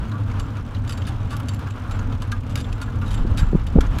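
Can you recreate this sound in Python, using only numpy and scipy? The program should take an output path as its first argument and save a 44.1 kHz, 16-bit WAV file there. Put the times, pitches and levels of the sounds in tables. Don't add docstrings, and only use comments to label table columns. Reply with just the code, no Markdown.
import sys
import numpy as np
from scipy import signal
from scipy.fft import rfft, irfft, next_fast_len
from scipy.io import wavfile
from scipy.ndimage import map_coordinates

SR = 44100
rng = np.random.default_rng(int(sys.argv[2]) if len(sys.argv) > 2 else 0)


def to_wav(s):
    ch = np.atleast_2d(s).T
    pcm = np.round(np.clip(ch, -1, 1) * 32767)
    wavfile.write(sys.argv[1], SR, pcm.astype(np.int16))


N = 176400

# (frequency [Hz], width [Hz], gain [dB])
BODY_MODES = [(102.2, 17.4, 7), (62.3, 19.2, -4.5), (209.6, 50.7, -11.5), (294, 71, -14), (435, 125, -24)]
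# (time [s], relative level [dB])
DRONE_CURVE = [(0, -27.5), (.6, -28.5), (.95, -28), (1.17, -27.5), (1.3, -24.5), (1.6, -27), (1.74, -31),
               (1.9, -26), (2.3, -28.5), (2.55, -27.5), (2.8, -27), (3.05, -25), (3.3, -26.5), (3.6, -28.5),
               (4, -25)]
ROAR_CURVE = [(0.0, -46), (0.27, -48), (0.38, -44.5), (0.69, -48), (0.87, -45), (1.62, -45), (1.78, -45.5),
              (2.3, -44), (2.45, -49.5), (2.6, -44), (2.87, -46), (3.38, -42.5), (3.65, -47.5), (3.83, -42),
              (4.0, -42)]
WIND_CURVE = [(0, -25), (.15, -41), (.4, -25), (.6, -36.5), (1.35, -31.5), (1.6, -44), (1.95, -30),
              (2.55, -33), (2.75, -27), (2.95, -31), (3.25, -22), (3.65, -21.5), (4, -23)]
# (frequency [Hz], relative density [dB])
ROAR_SPECTRUM = [(150, 0), (350, -0.5), (500, -5), (700, -3.5), (900, -1), (1400, -1.5), (1900, -12.5),
                 (3000, -14.5), (4800, -25.5), (8500, -34.5), (15000, -42.5)]
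HISS_SPECTRUM = [(500, 4.5), (1500, 5.5), (3000, -26), (5000, -17), (6700, -20), (8500, -25), (15000, -33)]
GRIT_SPECTRUM = [(500, -9), (1500, -0.5), (3000, 3), (4900, -6), (6600, -6), (8000, -10.5), (11000, -16.5),
                 (15000, -18)]
WIND_SPECTRUM = [(8, -48), (18, -40), (28, 7), (62, -3), (120, -16.5), (250, -23), (600, -57.5),
                 (2000, -105)]
TICK_SPECTRUM = [(500, -14), (2000, 17), (3300, 13.5), (5200, 9), (6600, 6.5), (8000, -2), (15000, -8)]
SNAP_SPECTRUM = [(500, 1), (3000, 5), (6000, -1), (8500, -7), (11000, 0.5), (15500, -11)]
CLACK_SPECTRUM = [(300, -79), (1400, 13), (2100, 9), (3500, 11), (4900, 1.5), (6100, 5.5), (7200, 1.5),
                  (9200, -8.5), (10800, -0.5), (12300, -7.5), (15500, -19)]
# (time [s], level [dB], Gaussian width [s], cutoff [Hz])
EDDIES = [(3.211, -8.5, 0.0036, 105), (3.252, -19.5, 0.005, 368), (3.317, -14.5, 0.014, 72.5),
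          (3.432, -10, 0.012, 108), (3.533, -16, 0.0049, 390), (3.553, -7.5, 0.0043, 291),
          (3.762, -5, 0.0031, 294), (3.774, -16.5, 0.01, 414), (3.784, -8.5, 0.013, 110),
          (3.788, -8, 0.0018, 720), (3.816, -17, 0.019, 70)]
# (time [s], level [dB], length [s])
FRAME_KNOCKS = [(.115, -39.5, 0.06), (.338, -42.5, 0.0052), (.39, -41.5, 0.016), (.44, -44.5, 0.021),
                (.565, -43.5, 0.042), (.895, -42.5, 0.027), (1.072, -39.5, 0.012), (1.312, -36.5, 0.034),
                (1.398, -39.5, 0.012), (1.58, -44, .03), (1.665, -42, 0.022), (1.845, -46.5, 0.068),
                (1.895, -39, 0.024), (1.991, -41.5, 0.044), (2.219, -38, 0.0074), (2.317, -32, 0.02),
                (2.557, -39.5, 0.021), (2.817, -36, 0.015), (2.875, -41.5, 0.031), (3.015, -37.5, 0.028),
                (3.378, -38.5, 0.058), (3.808, -33, 0.0074), (3.986, -35, 0.0068)]
# (frequency [Hz], relative level [dB], t60 [s])
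FRAME_MODES = [(1034, 6.5, 0.059), (1179, 5.5, 0.15), (1385, 15, 0.043), (1530, 6, 0.02), (1641, 6, 0.079)]
FITTING_MODES = [(1830, 9, 0.015), (2534, 14, 0.019), (2970, 16.5, 0.025), (3700, 14, 0.044),
                 (4560, 12, 0.037), (4900, 11.5, 0.028), (5530, 0, 0.014), (6820, 12.5, .014),
                 (7720, 6, 0.062), (9760, 15.5, 0.0089)]
# (time [s], level [dB], pitch [Hz])
PART_TICKS = [(.115, -33, 3970), (.30, -37, 2480), (.313, -31, 2400), (.567, -30.5, 2510),
              (.747, -31.5, 3930), (.765, -36, 3040), (1.018, -29.5, 3040), (1.051, -32, 3580),
              (1.40, -36, 2980), (1.67, -31, 2750), (1.99, -33, 6660), (2.122, -32, 3520),
              (2.643, -33, 3500), (2.724, -30.5, 2600), (3.018, -35, 2770), (3.175, -32, 3560),
              (3.27, -41, 4700), (3.865, -37, 6600), (3.953, -39, 6550)]
# (time [s], level [dB], length [s], relative chime level [dB])
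FITTING_JINGLES = [(0.397, -40, 0.0054, -3.5), (0.877, -45.5, 0.0048, -1), (0.894, -37.5, 0.0034, -7),
                   (0.906, -42, 0.0068, 3), (0.923, -43, 0.014, -8), (0.974, -46.5, 0.011, -1),
                   (1.068, -44.5, 0.027, -11), (1.305, -47, 0.043, -3), (1.485, -38, 0.0099, -3),
                   (1.536, -48, 0.0042, -2), (1.706, -45, 0.0039, -22), (1.91, -45, 0.012, 2),
                   (2.221, -39.5, 0.004, -22), (2.496, -51, 0.031, -10), (2.556, -35.5, 0.0043, -20),
                   (2.574, -45.5, 0.042, 7), (2.603, -43, 0.011, 2), (2.727, -47.5, 0.0048, -7),
                   (2.815, -43, 0.019, -2), (3.06, -49, 0.036, -4), (3.106, -47, 0.04, -3),
                   (3.14, -44, 0.011, 4), (3.373, -37.5, 0.033, 5), (3.667, -44, 0.0079, -10)]
CHIME_MODES_HZ = [7280, 7425]
# (relative level [dB], t60 [s])
CHIME_DECAYS = [(-20.5, 0.62), (-3.5, 0.18)]
# (time [s], level [dB])
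STONE_SNAPS = [(1.366, -32.5), (1.399, -36.5), (1.545, -38), (1.592, -40), (2.556, -29.5), (3.986, -32)]
# (time [s], level [dB])
FRAME_CLACKS = [(2.317, -27), (3.807, -27.5), (3.985, -31.5)]


def amp(db):
    return 10 ** (np.asarray(db) / 20)


def unit(x):
    return x / np.sqrt(np.mean(x ** 2) + 1e-20)


def curve(rows):
    return np.interp(np.arange(N) / SR, *np.transpose(rows))


def wobble(rate_hz, size=N):
    return map_coordinates(rng.standard_normal(1000), [np.arange(size) * rate_hz / SR], mode="mirror")


def filtered(x, response):
    size = next_fast_len(len(x) + SR // 4)
    return irfft(rfft(x, size) * response(np.fft.rfftfreq(size, 1 / SR)), size)[:len(x)]


def coloured(x, spectrum):
    hz, db = np.transpose(spectrum)
    return unit(filtered(x, lambda f: amp(np.interp(np.log(f + 1), np.log(hz), db))))


def add(track, time_s, sound):
    start = max(0, round(time_s * SR))
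    part = track[start:start + len(sound)]
    part += sound[:len(part)]


def chatter(rows, modes, hiss_db, hiss_t60_s, vary_db, detune, strike_db, sag_db=6.5, strike_s=0.0014):
    out, t = np.zeros(N), np.arange(SR // 4) / SR
    for time_s, db, length_s, *_ in rows:
        draws = rng.standard_normal((len(modes), 3))
        hiss, push = rng.standard_normal((2, len(t)))
        press = amp(-60 * np.maximum(t - length_s, 0) / hiss_t60_s - sag_db * np.minimum(t / length_s, 1))
        bounces = amp(2.5 * wobble(rate_hz=370, size=len(t)) * (t < length_s))
        press *= bounces / np.sqrt(np.mean(bounces[t <= length_s] ** 2))
        press *= amp(strike_db * np.exp(-t / strike_s))
        contact = (t < length_s) * press * push
        ring = np.zeros(len(t))
        for (hz, mode_db, t60_s), (strength, phase, shift) in zip(modes, draws):
            decay = amp(mode_db + vary_db * strength - 60 * t / t60_s)
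            ring += decay * np.sin(2 * np.pi * hz * (1 + detune * shift) * t + np.pi * phase)
        sound = signal.fftconvolve(contact, ring)[:len(t)]
        sound /= np.sqrt(np.mean(sound[:int((length_s + .005) * SR)] ** 2))
        add(out, time_s, amp(db) * (sound + amp(hiss_db) * press * coloured(hiss, CLACK_SPECTRUM)))
    return out


def clicks(rows, spectrum, attack_s, t60_s, lift_db=13.5, half_width=0.051):
    out, t = np.zeros(N), np.arange(SR // 10) / SR
    for time_s, db, *pitch in rows:
        burst = coloured(rng.standard_normal(len(t)), spectrum)
        for hz in pitch:
            burst = unit(filtered(burst, lambda f: 1 + amp(lift_db) / (1 + ((f / hz - 1) / half_width) ** 2)))
        add(out, time_s, burst * amp(db - 60 * t / t60_s) * (1 - np.exp(-t / attack_s)))
    return out


def body_drone(gain_db=1.5, swing_db=1.5, tyre_cutoff_hz=633):
    def body(f):
        return sum((-1) ** k * amp(db) * 1j * f * width_hz / (hz * hz - f * f + 1j * f * width_hz)
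                   for k, (hz, width_hz, db) in enumerate(BODY_MODES))
    shake = filtered(rng.standard_normal(N), lambda f: body(f) / (1 + (f / tyre_cutoff_hz) ** 4))
    return unit(shake) * amp(curve(DRONE_CURVE) + gain_db + swing_db * wobble(rate_hz=6.4))


def tyre_roar(gain_db=4.5, flutter_db=2.2, hiss_db=-55):
    roar = coloured(rng.standard_normal(N), ROAR_SPECTRUM)
    roar *= amp(curve(ROAR_CURVE) + gain_db + flutter_db * wobble(rate_hz=29.61))
    return roar + amp(hiss_db) * coloured(rng.standard_normal(N), HISS_SPECTRUM)


def grit(count=300, rms_db=-57, spread_db=-0.5, t60_s=.035, attack_s=0.001, tint_db=4):
    out, t = np.zeros(N), np.arange(SR // 32) / SR
    hz = np.fft.rfftfreq(len(t), 1 / SR)
    for k in range(count):
        time_s = (k + 2 * rng.random()) / count * N / SR
        grain_db = spread_db * min(rng.standard_normal(), 2)
        knots = rng.standard_normal(30)
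        tint = amp(tint_db * np.interp(hz, np.linspace(0, SR / 2, len(knots)), knots))
        burst = unit(irfft(rfft(rng.standard_normal(len(t))) * tint, len(t)))
        add(out, time_s, burst * amp(grain_db - 60 * t / t60_s) * (1 - np.exp(-t / attack_s)))
    return amp(rms_db) * coloured(out, GRIT_SPECTRUM)


def wind(gain_db=0.5, swing_db=1.5, low_cut_ratio=0.079, roughness=0.85, order=4.25):
    out = coloured(rng.standard_normal(N), WIND_SPECTRUM)
    out *= amp(curve(WIND_CURVE) + gain_db + swing_db * wobble(rate_hz=42))
    t = np.arange(-SR // 10, SR // 10) / SR
    for time_s, db, width_s, cutoff_hz in EDDIES:
        shape = np.exp(-.5 * (t / width_s) ** 2)
        push = (t == 0) + roughness * shape * rng.standard_normal(len(t)) / np.linalg.norm(shape)
        low_hz = low_cut_ratio * cutoff_hz
        eddy = filtered(push, lambda f: 1j * f / (1j * f + low_hz) / (1 + (f / cutoff_hz) ** order))
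        add(out, time_s + t[0], amp(db) * eddy * np.linalg.norm(shape) / np.linalg.norm(eddy))
    return out


def frame_knocks():
    return chatter(FRAME_KNOCKS, FRAME_MODES,
                   hiss_db=-20.5, hiss_t60_s=0.019, vary_db=4, detune=0.02, strike_db=6)


def part_ticks():
    return clicks(PART_TICKS, TICK_SPECTRUM, attack_s=0.003, t60_s=0.033)


def fitting_jingles():
    return chatter(FITTING_JINGLES, FITTING_MODES,
                   hiss_db=3.5, hiss_t60_s=0.06, vary_db=3, detune=0.025, strike_db=1)


def fitting_chime(wander_rad=0.49):
    out, t = np.zeros(N), np.arange(SR // 2) / SR
    for time_s, db, length_s, chime_db in FITTING_JINGLES:
        ring = np.zeros(len(t))
        for hz, (mode_db, t60_s) in zip(CHIME_MODES_HZ, CHIME_DECAYS):
            phase = 2 * np.pi * rng.random() + wander_rad * wobble(rate_hz=130, size=len(t))
            ring += amp(mode_db - 60 * t / t60_s) * np.sin(2 * np.pi * hz * t + phase)
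        add(out, time_s, amp(db + chime_db) * ring * (1 - np.exp(-2 * t / length_s)))
    return out


def stone_snaps():
    return clicks(STONE_SNAPS, SNAP_SPECTRUM, attack_s=.0003, t60_s=.033)


def frame_clacks():
    return clicks(FRAME_CLACKS, CLACK_SPECTRUM, attack_s=0.00069, t60_s=0.049)


def scene():
    beds = body_drone() + tyre_roar() + grit() + wind()
    ringing = fitting_jingles() + fitting_chime() + frame_knocks()
    contacts = frame_clacks() + stone_snaps() + part_ticks()
    return (beds + ringing + contacts)[None]


def record(dry):
    ceiling, cutoff_hz = .95, 15600
    limited = dry[0] / (1 + np.abs(dry[0] / ceiling) ** 8) ** (1 / 8)
    return filtered(limited, lambda f: 1 / np.sqrt(1 + (f / cutoff_hz) ** 120))[None]


dry = scene()
out = record(dry)
to_wav(out)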